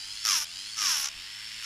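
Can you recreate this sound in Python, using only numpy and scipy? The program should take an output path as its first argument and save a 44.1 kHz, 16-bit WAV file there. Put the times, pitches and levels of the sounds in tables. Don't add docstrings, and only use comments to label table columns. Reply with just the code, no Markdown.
import sys
import numpy as np
from scipy import signal
from scipy.fft import rfft, irfft
from scipy.io import wavfile
from scipy.ndimage import uniform_filter1d

SR = 44100
rng = np.random.default_rng(int(sys.argv[2]) if len(sys.argv) > 2 else 0)


def store_pcm(level_fs):
    pcm = np.round(np.clip(level_fs, -1, 1) * 32767).astype(np.int16)
    wavfile.write(sys.argv[1], SR, np.atleast_2d(pcm).T)


N = 72765
T = np.arange(N) / SR


def undb(db):
    return 10 ** (np.asarray(db) / 20)


def unit(x):
    return x / np.sqrt(np.mean(x ** 2))


def curve(table, column=1):
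    rows = np.array(table, float)
    return np.interp(T, rows[:, 0], rows[:, column])


def gains(points, size):
    hz, db = np.array(points, float).T
    return undb(np.interp(np.log(np.fft.rfftfreq(size, 1 / SR) + 1), np.log(hz), np.log(1) + db))


def colour(x, points, size=2048):
    cepstrum = irfft(np.log(gains(points, size)))
    cepstrum[1:size // 2] *= 2
    cepstrum[size // 2 + 1:] = 0
    ring = irfft(np.exp(rfft(cepstrum)))
    return unit(signal.fftconvolve(x, ring)[:N])


def drift(per_s):
    hold = int(SR / per_s)
    steps = np.repeat(rng.standard_normal(N // hold + 1), hold)
    return unit(uniform_filter1d(steps, hold)[:N])


def ticks(turns, per_turn, uneven, pattern_db, scatter_db, jitter_s, size=8):
    k = np.arange(int(turns[-1] * per_turn))
    place, strength = rng.standard_normal((per_turn, 2))[k % per_turn].T
    late, louder = rng.standard_normal((N // 10, 2))[k].T
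    at = (np.interp((k + 1 + uneven * place) / per_turn, turns, T) + jitter_s * late) * SR
    index = at.astype(int)[:, None] + np.arange(1 - size, size + 1)
    offset = index - at[:, None]
    shape = np.sinc(offset) * np.cos(np.pi * offset / (2 * size)) ** 2
    clicks = shape * undb(pattern_db * strength + scatter_db * louder)[:, None]
    out = np.bincount(index.ravel() % N, clicks.ravel(), N)
    return unit(out - out.mean())


def grit(per_s, spread_db):
    clicks = (rng.random(N) < per_s / SR) * rng.choice([-1, 1], N)
    return unit(clicks * undb(spread_db * rng.standard_normal(N)))


def once_a_turn(turns, depth_db):
    depth = np.log(undb(depth_db))
    return np.exp(depth * np.cos(2 * np.pi * turns) / 2) / np.sqrt(np.i0(depth))


def tones(turns, table, waver, per_s):
    out = np.zeros(N)
    for multiple, db in table:
        level = undb(db) * (1 + waver * drift(per_s))
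        out += level * np.sin(2 * np.pi * (multiple * turns + rng.random()))
    return np.sqrt(2) * out


def room_rumble():
    # pitch_hz, level_db
    rumble_colour = [(22, -3), (40, 9), (65, -12), (130, -13), (250, -16), (450, -23.5), (2000, -41)]
    return undb(-67.5 + 3 * drift(12.5)) * colour(rng.standard_normal(N), rumble_colour)


def bearing_whine(turns):
    # multiple_of_shaft_speed, level_db
    whine_tones = [(31, -7), (32, 0.5), (33, -7), (40, -2), (41, 1), (42, 1.5), (43, -15), (48, -4),
                   (49, -17), (50, 1.5), (51, -7)]
    out = np.zeros(N)
    for multiple, db in whine_tones:
        level = undb(db) * (1 + .96 * drift(49.56))
        out += level * np.sin(2 * np.pi * (multiple * turns + .33 * drift(45)))
    return out


def motor(turns):
    # pitch_hz, level_db
    upright_colour = [(150, -19.5), (330, -26), (450, -58), (600, -34), (900, -23.5), (1600, -8.5),
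                      (2400, -6), (3200, -1), (3650, -7.5), (4400, -1.5), (4700, -0.5), (5150, 2.5),
                      (5750, -9), (6200, -6), (7200, -6.5), (8500, -14), (9800, -10.5), (11500, -25),
                      (14500, -25.5)]
    tilted_colour = [(150, -26), (350, -22), (650, -26), (1000, -16), (1400, -9), (1950, -0.5),
                     (2300, -2.5), (3000, 1.5), (3800, -4), (4450, -1.5), (5000, -2), (5370, 5),
                     (5750, -10.5), (6200, -10.5), (7200, -8.5), (8500, -12.5), (9300, -16.5), (10100, -13),
                     (11500, -24), (14500, -22.5)]
    # time_s, level_db
    rattle_level = [(0, -40.5), (.12, -39.5), (.24, -38.5), (.47, -42), (.6, -39), (.76, -40), (1.12, -42),
                    (1.25, -41.5), (1.4, -41.5), (1.65, -39.5)]
    # multiple_of_shaft_speed, level_db
    hum_tones = [(1, -68.5), (2, -71.5), (3, -75), (4, -86), (5, -83), (7, -81), (8, -75.5), (9, -70),
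                 (10, -76), (11, -72.5), (14, -66.5), (15, -70), (17, -73)]
    brushes = ticks(turns, per_turn=23, uneven=.448, pattern_db=4.5, scatter_db=2.5, jitter_s=.00002)
    clatter = brushes + undb(2.5) * grit(per_s=6000, spread_db=.5)
    whine = bearing_whine(turns)
    wobble = once_a_turn(turns - .35, depth_db=6)
    upright = colour((clatter + undb(-14) * whine) * wobble, upright_colour)
    tilted = colour((clatter + undb(-20.5) * whine) * wobble, tilted_colour)
    tilt_middle_s, tilt_takes_s = .96, .18
    tilt = np.clip((T - tilt_middle_s) / tilt_takes_s + .5, 0, 1)
    rattle = np.sqrt(1 - tilt) * upright + np.sqrt(tilt) * tilted
    return rattle * undb(curve(rattle_level)) + tones(turns, hum_tones, waver=.23, per_s=14.92)


def turns_on_nail(turns, early_s, last_s):
    start, end = np.interp([early_s, last_s], T, turns)
    return (turns - start) * round(end - start) / (end - start)


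def nail_rasp(turns):
    # multiple_of_shaft_speed, level_db
    bit_tones = [(3, -7), (8, -5), (11, -11), (13, -7.5), (16, -4.5), (20, -3.5), (24, -10.5), (28, -9.5),
                 (32, -11)]
    # pitch_hz, level_db
    rasp_colour = [(100, -34.5), (320, -23), (500, -38.5), (750, -26), (1200, -9.5), (1700, -9.5),
                   (2300, -9.5), (2850, -5), (3500, -7), (4500, -8.5), (5100, 1), (5550, 1), (6300, -2),
                   (7000, -8), (8200, -18.5), (10000, -23), (14500, -43)]
    edges, ring_hz, ring_width_hz = 12, 5410, 120
    strikes = ticks(turns, per_turn=edges, uneven=.044, pattern_db=1.2, scatter_db=0, jitter_s=.00004)
    buzz = undb(-10.5) * tones(turns, bit_tones, waver=.33, per_s=90)
    note = undb(-13) * np.sqrt(2) * np.cos(2 * np.pi * edges * turns)
    chips = undb(2.5) * grit(per_s=7000, spread_db=2)
    cuts = strikes + note + buzz + chips
    ring = signal.lfilter(*signal.iirpeak(ring_hz, ring_hz / ring_width_hz, fs=SR), cuts)
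    return unit(colour(cuts, rasp_colour) + undb(-9) * unit(ring))


def grinding(turns):
    # pitch_hz, level_db
    dust_colour = [(3000, -24), (8300, -9), (10200, 6), (11800, -1.5), (13000, 1), (15000, -20)]
    # time_s, rasp_db, dust_db, skip_depth_db
    first = [(.238, -46, -63, 23), (.253, -27.5, -40.5, 20), (.312, -23, -38.5, 8.5),
             (.345, -25.5, -40.5, 3.5), (.385, -27, -36.5, -1), (.405, -34, -42, 4), (.432, -30, -41.5, -5),
             (.446, -43.5, -49, 31), (.456, -65, -65, 20)]
    second = [(.76, -50, -70, 13), (.775, -33, -53, 11), (.83, -27, -42, 8.5), (.868, -25.5, -42, 3.9),
              (.912, -25, -39, 2.7), (.975, -29, -40, 5.3), (1.012, -32, -38.5, 3.3),
              (1.056, -28.5, -46.5, 9.3), (1.08, -35, -56, 12), (1.088, -35, -56, 20),
              (1.098, -62, -82, 18)]
    third = [(1.605, -68, -72, 12), (1.63, -49, -56, 6.9), (1.66, -27, -58, 4.9)]
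    early_catches_s, last_catches_s = (.2705, .829, 1.636), (.444, 1.088, 1.645)
    rasp = nail_rasp(turns)
    dust = colour(grit(per_s=7000, spread_db=4), dust_colour)
    out = np.zeros(N)
    for touch, early_s, last_s in zip((first, second, third), early_catches_s, last_catches_s):
        touching = (T > touch[0][0]) & (T < touch[-1][0])
        rasp_db, dust_db, skip_depth_db = (curve(touch, column) for column in (1, 2, 3))
        skip = once_a_turn(turns_on_nail(turns, early_s, last_s), skip_depth_db)
        out += touching * skip * (rasp * undb(rasp_db) + dust * undb(dust_db))
    return out


def scene():
    # time_s, turns_per_s
    shaft_speed = [(0, 94), (.1, 101), (.22, 107), (.255, 109), (.3, 99), (.35, 83), (.4, 74), (.44, 74),
                   (.5, 86), (.58, 97), (.67, 104), (.77, 109), (.82, 103), (.87, 92), (.93, 78), (.98, 69),
                   (1.05, 68), (1.11, 74), (1.2, 91), (1.3, 102), (1.42, 108), (1.55, 111), (1.65, 112)]
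    # pitch_hz, level_db
    stereo_width = [(2800, -72), (3800, -64), (5200, -28), (7000, -8), (12000, -7)]
    turns = np.cumsum(curve(shaft_speed)) / SR
    mid, side = (motor(turns) + grinding(turns) for _ in range(2))
    side = irfft(rfft(side) * gains(stereo_width, N), N)
    return np.array([mid + side, mid - side]) + room_rumble()


def record(dry):
    top_hz = 14400
    return signal.sosfilt(signal.ellip(10, .2, 80, top_hz, fs=SR, output="sos"), dry)


dry = scene()
out = record(dry)
store_pcm(out)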